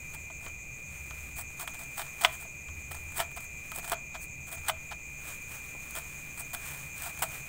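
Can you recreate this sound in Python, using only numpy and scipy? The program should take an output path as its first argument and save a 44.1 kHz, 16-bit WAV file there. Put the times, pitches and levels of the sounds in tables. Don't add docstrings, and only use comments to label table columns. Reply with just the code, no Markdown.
import sys
import numpy as np
from scipy import signal
from scipy.fft import rfft, irfft
from scipy.io import wavfile
from scipy.ndimage import uniform_filter1d

SR = 44100
rng = np.random.default_rng(int(sys.argv[2]) if len(sys.argv) > 2 else 0)


def file_out(sig):
    cols = np.atleast_2d(sig).T
    lim = np.clip(cols, -1, 1)
    pcm = np.round(lim * 32767).astype(np.int16)
    wavfile.write(sys.argv[1], SR, pcm)


N = 329868
T = np.arange(N) / SR


def undb(db):
    return 10 ** (np.asarray(db) / 20)


def unit(x):
    return x / np.sqrt(np.mean(x ** 2) + 1e-20)


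def curve(rows):
    return np.interp(T, *np.transpose(rows))


def drift(rate):
    hold = max(2, int(SR / rate))
    steps = np.repeat(rng.standard_normal(N // hold + 1), hold)
    return unit(uniform_filter1d(uniform_filter1d(steps, hold), hold)[:N])


def response(spectrum, size=8192):
    hz, db = np.transpose(spectrum)
    freq = np.maximum(np.fft.rfftfreq(size, 1 / SR), 1)
    gain = undb(np.interp(np.log(freq), np.log(hz), db))
    cepstrum = irfft(np.log(gain))
    cepstrum[1:size // 2] *= 2
    cepstrum[size // 2 + 1:] = 0
    h = irfft(np.exp(rfft(cepstrum)))
    return h / np.linalg.norm(h)


def through(x, h):
    return signal.fftconvolve(x, h)[:N]


def scatter(t60, delay, size=16384):
    t = T[:size]
    onset = np.clip(t / delay - 1, 0, 1)
    h = rng.standard_normal(size) * np.exp(-np.log(1000) * t / t60) * onset
    return h / np.linalg.norm(h)


def grains(rate, spread_db):
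    happens = rng.random(N) < rate / SR
    size = undb(spread_db * np.minimum(rng.exponential(size=N), 4))
    return unit(happens * size * rng.choice([-1, 1], N))


def impulses(rows):
    out = np.zeros(N)
    for s, db in rows:
        out[int(s * SR)] += undb(db)
    return out


# (frequency [Hz], relative level [dB])
AIR_SPECTRUM = [(20, 3), (35, -13), (60, 4.5), (82, -6), (105, -8), (140, -6), (200, -10.5), (300, -16),
                (600, -18), (1500, -27.5), (3000, -31.5), (5000, -35), (11000, -37.5), (15500, -29.5)]
# (start [s], end [s], level [dB])
DRONE_SWELLS = [(0, 0.604, -54), (0.83, 1.533, -50), (2.59, 3.37, -50), (4.252, 4.848, -53.5)]
# (time [s], level [dB])
UPPER_DRONE = [(0, -61), (1.6, -57), (2.4, -58), (3.8, -58.5), (6.1, -57), (6.45, -51.5), (7.48, -54)]


def night_air():
    air = undb(-51) * unit(through(rng.standard_normal(N), response(AIR_SPECTRUM)))
    floor_db, fade_s = -60, 0.076
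    swells = sum(undb(db) * np.clip(np.minimum(T - start, end - T) / fade_s + .5, 0, 1)
                 for start, end, db in DRONE_SWELLS)
    lower = np.hypot(undb(floor_db), swells) * undb(0.86 * drift(4.36))
    upper = undb(curve(UPPER_DRONE) + 1.7 * drift(4.17))
    for hz, gain in [(80, lower), (140, upper), (300, undb(-13.5) * upper)]:
        band = [(hz / 2, -30), (hz * 0.88, -8), (hz, 0), (hz * 1.11, -9), (hz * 2, -36), (hz * 10, -80)]
        air += gain * unit(through(rng.standard_normal(N), response(band)))
    return air


def wing_strokes(hz, wing_hz, slip_rad, dip):
    strokes = np.cumsum(wing_hz * (1 + 0.0012 * drift(2.7))) / SR
    phase, strength = rng.standard_normal((N // 100, 2))[strokes.astype(int)].T
    swell = 1 - dip * np.cos(np.pi * strokes) ** 4
    return swell * undb(0.32 * strength) * np.sin(2 * np.pi * hz * T + slip_rad * phase)


# (frequency [Hz], relative level [dB])
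NEAR_TRILL_SPECTRUM = [(1500, -63), (2150, 4.5), (2300, 6), (2370, 11), (2435, 7.5), (2500, 7),
                       (2620, 14.5), (2800, 10), (3500, -41.5)]
FAR_TRILL_SPECTRUM = [(1500, -70.5), (1880, -39), (2000, 2.5), (2130, -3), (2300, -0.5), (2600, -6),
                      (3200, -41)]


def trilling_insects():
    near = wing_strokes(hz=2435, wing_hz=121.3, slip_rad=3.01, dip=0.58)
    near = unit(through(near, response(NEAR_TRILL_SPECTRUM)))
    near += undb(-12.5) * through(near, scatter(t60=0.41, delay=0.008))
    far = wing_strokes(hz=2080, wing_hz=104, slip_rad=4.9, dip=0.62)
    far += undb(15) * rng.standard_normal(N)
    far = unit(through(far, response(FAR_TRILL_SPECTRUM)))
    return undb(-46 + 0.16 * drift(2.3)) * near + undb(-59) * far


# (frequency [Hz], relative level [dB])
RASP_SPECTRUM = [(4800, -74), (5750, -19), (6100, -3.5), (6380, 4.5), (6750, 3), (7100, -0.5), (7700, -9.5),
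                 (10000, -51)]


def rasping_insect(pitch_ratio, beat_hz, peak_s, throb_db=2.9):
    beat = np.cos(2 * np.pi * beat_hz * (T - peak_s) + .3 * drift(3))
    voice = response([(hz * pitch_ratio, db) for hz, db in RASP_SPECTRUM])
    teeth = through(grains(rate=5000, spread_db=2.2), voice)
    return unit(teeth * undb(throb_db * beat + 0.37 * drift(30)))


# (frequency [Hz], relative level [dB])
CLOTH_SPECTRUM = [(200, -12), (500, 0), (1200, 4.5), (2200, 5.5), (3500, -2), (5000, -7), (8300, 5),
                  (11000, -5), (13500, 0.5), (15500, 3)]
# (time [s], relative level [dB])
RUSTLE = [(0, -59.5), (.55, -66.5), (.8, -66.5), (1.18, -56), (1.5, -63), (2.28, -53.5), (2.5, -62),
          (3.1, -61.5), (3.55, -65.5), (3.75, -63), (4.2, -67.5), (4.7, -64.5), (5, -63.5), (5.85, -55),
          (6.53, -60), (7.03, -53), (7.35, -56), (7.48, -56.5)]
# (peak time [s], half length [s], level [dB])
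SWISHES = [(5.296, 0.055, -42.5), (5.535, 0.047, -51.5), (6.652, 0.1, -50.5), (7.357, 0.043, -45)]


def cloth():
    rub = through(grains(rate=3000, spread_db=-1.0), response(CLOTH_SPECTRUM))
    swishes = sum(undb(db) * np.exp(-((T - s) / half) ** 2) for s, half, db in SWISHES)
    return rub * (undb(curve(RUSTLE) + 6.5) + swishes) * undb(1.9 * drift(22))


# (frequency [Hz], relative level [dB], t60 at damping 1 [s])
BODY_MODES = [(640, -3.5, 0.13), (844, -9, 0.073), (1025, -2.5, 0.051), (1273, 2, 0.043),
              (1508, 2.5, 0.039), (2060, -48, 0.091), (2970, -36, 0.1), (3087, -12.5, 0.032),
              (3050, -17, 0.11), (3274, -17, 0.11), (3330, -31, 0.082)]


def body_ring(damping, size=8192):
    t = T[:size]
    h = sum(undb(db) * np.sin(2 * np.pi * hz * t + k * k) * np.exp(-np.log(1000) * t * damping / t60)
            for k, (hz, db, t60) in enumerate(BODY_MODES))
    h = signal.sosfilt(signal.butter(6, 590, "highpass", fs=SR, output="sos"), h)
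    return h / np.linalg.norm(h)


def fractures(rate, decay_s, base):
    breaks = (rng.random(N) < rate / SR) * undb(0.82 * rng.standard_normal(N))
    return base + through(breaks, np.exp(-T[:2048] / decay_s))


def press(force, slices, jabs, rise_s, fall_s, contact_db=0):
    graze_gain, graze_s = undb(-10.5 + contact_db), 0.026
    scrape_gain, scrape_s = undb(-6 + contact_db), 0.024
    slice_bulge, jab_rise_s = 0.28, 0.0007
    shapes = [(slices, rise_s, slice_bulge, graze_gain, 0), (jabs, jab_rise_s, 0, 0, scrape_gain)]
    out = np.zeros(N)
    for cuts, attack_s, bulge, graze, scrape in shapes:
        for start, length, db in cuts:
            span = slice(max(0, int((start - .12) * SR)), int((start + length + .12) * SR))
            t = T[span] - start
            before, after = np.minimum(t, 0), np.maximum(t - length, 0)
            attack = np.maximum(np.exp(before / attack_s), graze * np.exp(before / graze_s))
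            release = np.maximum(np.exp(-after / fall_s), scrape * np.exp(-after / scrape_s))
            swell = 1 - bulge + bulge * np.sin(np.pi * np.clip(t / length, 0, 1))
            gate = attack * release * swell
            burst = gate * force[span]
            out[span] += undb(db) * burst * np.sqrt(np.sum(gate ** 2) / np.sum(burst ** 2))
    return out


# (start [s], length [s], relative hiss level [dB], bite that adds to crunch and flesh [dB])
SLICES = [(.138, 0.018, -45, -3.5), (.41, 0.076, -53, -3.5), (1.367, 0.056, -40.5, -7.5),
          (1.597, 0.034, -38.5, -4.5), (1.79, 0.055, -46.5, -7), (1.972, 0.017, -38, -6),
          (1.995, 0.031, -41, 0), (2.236, 0.017, -34.5, 2), (2.945, 0.044, -50.5, -3.5),
          (3.165, 0.023, -36, -8.5), (3.193, 0.023, -35, 1.5), (3.405, 0.045, -51, -10),
          (3.752, 0.014, -38.5, -12.5), (3.774, 0.02, -40, -5.5), (3.83, 0.098, -44.5, -2),
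          (3.917, .016, -37.5, 0.5), (4.143, 0.02, -58, 12.5), (4.205, .045, -45, -24),
          (4.516, 0.035, -41.5, -5.5), (4.674, 0.019, -42.5, 5), (4.686, 0.0095, -30.5, -3.5),
          (4.912, 0.013, -50.5, 9), (5.95, 0.045, -39, -3.5), (6.375, 0.039, -39.5, -11),
          (7.019, 0.074, -41, -4)]
JABS = [(1.675, 0.005, -40, -2), (1.737, 0.014, -50.5, 0), (2.211, 0.0048, -35.5, 0),
        (2.324, 0.028, -46, -13), (2.4, 0.03, -48, -6.5), (2.911, 0.0075, -41, -3.5),
        (3.362, 0.018, -45.5, -4), (4.468, .025, -50, -5), (4.572, .012, -52.5, -2),
        (6.533, 0.015, -36, -4), (7.189, 0.0078, -40.5, -7.5), (7.22, 0.017, -30.5, -7)]
# (time [s], relative level [dB])
FIBRE_SNAPS = [(1.378, -30), (3.172, -27), (3.2018, -24), (3.718, -28), (3.786, -30), (3.883, -30),
               (3.898, -22), (5.909, -29), (6.98, -29), (7.022, -24)]
# (frequency [Hz], relative level [dB])
CRISP_SPECTRUM = [(600, -20), (2000, -8.5), (3200, -21), (4500, -12.5), (6000, -15), (7300, -2.5),
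                  (8200, 3.5), (9500, -4.5), (11500, -7), (13500, -7), (15500, 1.5)]
CRUNCH_SPECTRUM = [(150, -46), (400, -7), (570, -34), (800, 0), (1300, 3.5), (1900, -1.5), (2600, -10.5),
                   (3300, -6), (4300, -12), (7000, -15), (15000, -51)]
FLESH_SPECTRUM = [(150, -20), (350, -15), (540, -20), (620, -11.5), (680, 10), (800, -1.5), (950, -4),
                  (1150, -6), (2000, -9.5), (6000, -27.5)]


def slicing():
    def cuts(bite_share):
        return [[(s, length, db + bite_share * bite_db) for s, length, db, bite_db in table]
                for table in (SLICES, JABS)]

    layers = fractures(rate=240, decay_s=.002, base=.7)
    cells = press(layers * grains(rate=6500, spread_db=3.0), *cuts(0), rise_s=0.002, fall_s=0.0084)
    fibres = press(grains(rate=85, spread_db=6.5), *cuts(0), rise_s=0.0029, fall_s=.005)
    activity = np.sqrt(np.abs(uniform_filter1d(cells ** 2, int(0.3 * SR))))
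    crumbs = undb(-18.5) * activity * grains(rate=42, spread_db=5.5)
    splits = [(s, 0.0073, db - 22) for s, db, _, _ in KNOCKS]
    slices, jabs = cuts(1)
    tears = press(layers * grains(rate=3500, spread_db=2.0), slices, jabs + splits,
                  rise_s=0.0019, fall_s=0.0074, contact_db=-0.5)
    tears += undb(-4) * crumbs
    shoves = press(layers * grains(rate=1600, spread_db=1.6), *cuts(0.98),
                   rise_s=0.0048, fall_s=0.0087, contact_db=-13)
    snaps = undb(3.5) * cells + undb(-11) * fibres + crumbs + undb(15.5) * impulses(FIBRE_SNAPS)
    crisp = through(snaps, response(CRISP_SPECTRUM))
    crunch = undb(0.5) * through(tears, response(CRUNCH_SPECTRUM))
    ring = undb(-7) * through(tears, body_ring(damping=1.4))
    flesh = undb(-4) * through(shoves, response(FLESH_SPECTRUM))
    return crisp + crunch + ring + flesh


def disperse(x, centres_hz, width_hz):
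    radius = np.exp(-np.pi * width_hz / SR)
    for hz in centres_hz:
        poles = [1, -2 * radius * np.cos(2 * np.pi * hz / SR), radius * radius]
        x = signal.lfilter(poles[::-1], poles, x)
    return x


# (time [s], relative level [dB], snap offset [dB], thud pitch [Hz])
KNOCKS = [(.302, -38, -14, 654), (.464, -31, -19, 1130), (1.109, -32, -22, 1200), (1.677, -39, 9.5, 675),
          (1.9953, -28, -7, 690), (2.065, -39, -14, 1110), (2.2478, -11.5, 5.5, 695),
          (2.452, -38, -20, 660), (2.686, -36.5, -20, 1120), (3.194, -23.5, -10, 666),
          (3.2015, -25.5, 0.5, 663), (3.373, -32, -14, 694), (3.718, -28.5, -16, 1290),
          (3.919, -29, -22, 686), (3.929, -22, -8, 664), (4.153, -31, -11, 650), (4.696, -20, 0, 688),
          (4.922, -32, -9, 680), (7.2215, -23.5, -17, 745), (7.231, -23.5, -5, 794)]
# (frequency [Hz], relative level [dB])
SNAP_SPECTRUM = [(200, -53), (520, -41), (700, -13), (1400, -37), (2000, 8), (2700, 4.5), (3400, 5.5),
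                 (4200, -12.5), (5500, -12.5), (7000, -19), (8200, -8), (10000, -28), (15000, -65)]


def knocking():
    clicks = impulses([(s, db + snap_db) for s, db, snap_db, _ in KNOCKS])
    snap = through(clicks, response(SNAP_SPECTRUM))
    snap = disperse(snap, centres_hz=(2200, 3500, 7500), width_hz=580)
    snap += undb(-4.5) * through(snap, scatter(t60=0.031, delay=0.0015))
    flesh_peak_hz = 680
    thud = np.zeros(N)
    for s, db, _, hz in KNOCKS:
        start = int(s * SR)
        piece = response([(f * hz / flesh_peak_hz, level) for f, level in FLESH_SPECTRUM])[:N - start]
        thud[start:start + len(piece)] += undb(db) * piece
    blows = impulses([(s, db + 0.22 * snap_db) for s, db, snap_db, _ in KNOCKS])
    ring = through(blows, body_ring(damping=1.0))
    return undb(14) * snap + undb(12.5) * thud + undb(14.5) * ring


# (time [s], relative level [dB])
BUMPS = [(.464, -33.5), (2.914, -37), (3.2, -30), (3.78, -32.5), (3.921, -27.5), (5.75, -35.5), (5.97, -34),
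         (7.226, -31)]
# (frequency [Hz], relative level [dB])
BUMP_SPECTRUM = [(80, -7), (220, -10), (310, -6), (430, -4), (560, -7), (1100, -8), (2000, -50),
                 (6000, -75)]


def bumping():
    bump = through(impulses(BUMPS), response(BUMP_SPECTRUM))
    reflections = through(bump, scatter(t60=0.057, delay=0.0012))
    return undb(11.5) * (bump + reflections)


def scene():
    knife = slicing() + knocking()
    reflections = through(knife, scatter(t60=.3, delay=.006))
    reflections = undb(-18.5) * through(reflections, signal.firwin(15, 5000, fs=SR))
    bumps = bumping()
    insects = trilling_insects()
    insects += undb(-54.5) * rasping_insect(pitch_ratio=1, beat_hz=8.08, peak_s=0.12)
    insects += undb(-57.5) * rasping_insect(pitch_ratio=1.089, beat_hz=6.8, peak_s=0.18)
    return (knife + reflections + bumps + insects + cloth() + night_air())[None]


def record(dry):
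    return signal.sosfilt(signal.ellip(10, .2, 80, 15650, fs=SR, output="sos"), dry)


dry = scene()
out = record(dry)
file_out(out)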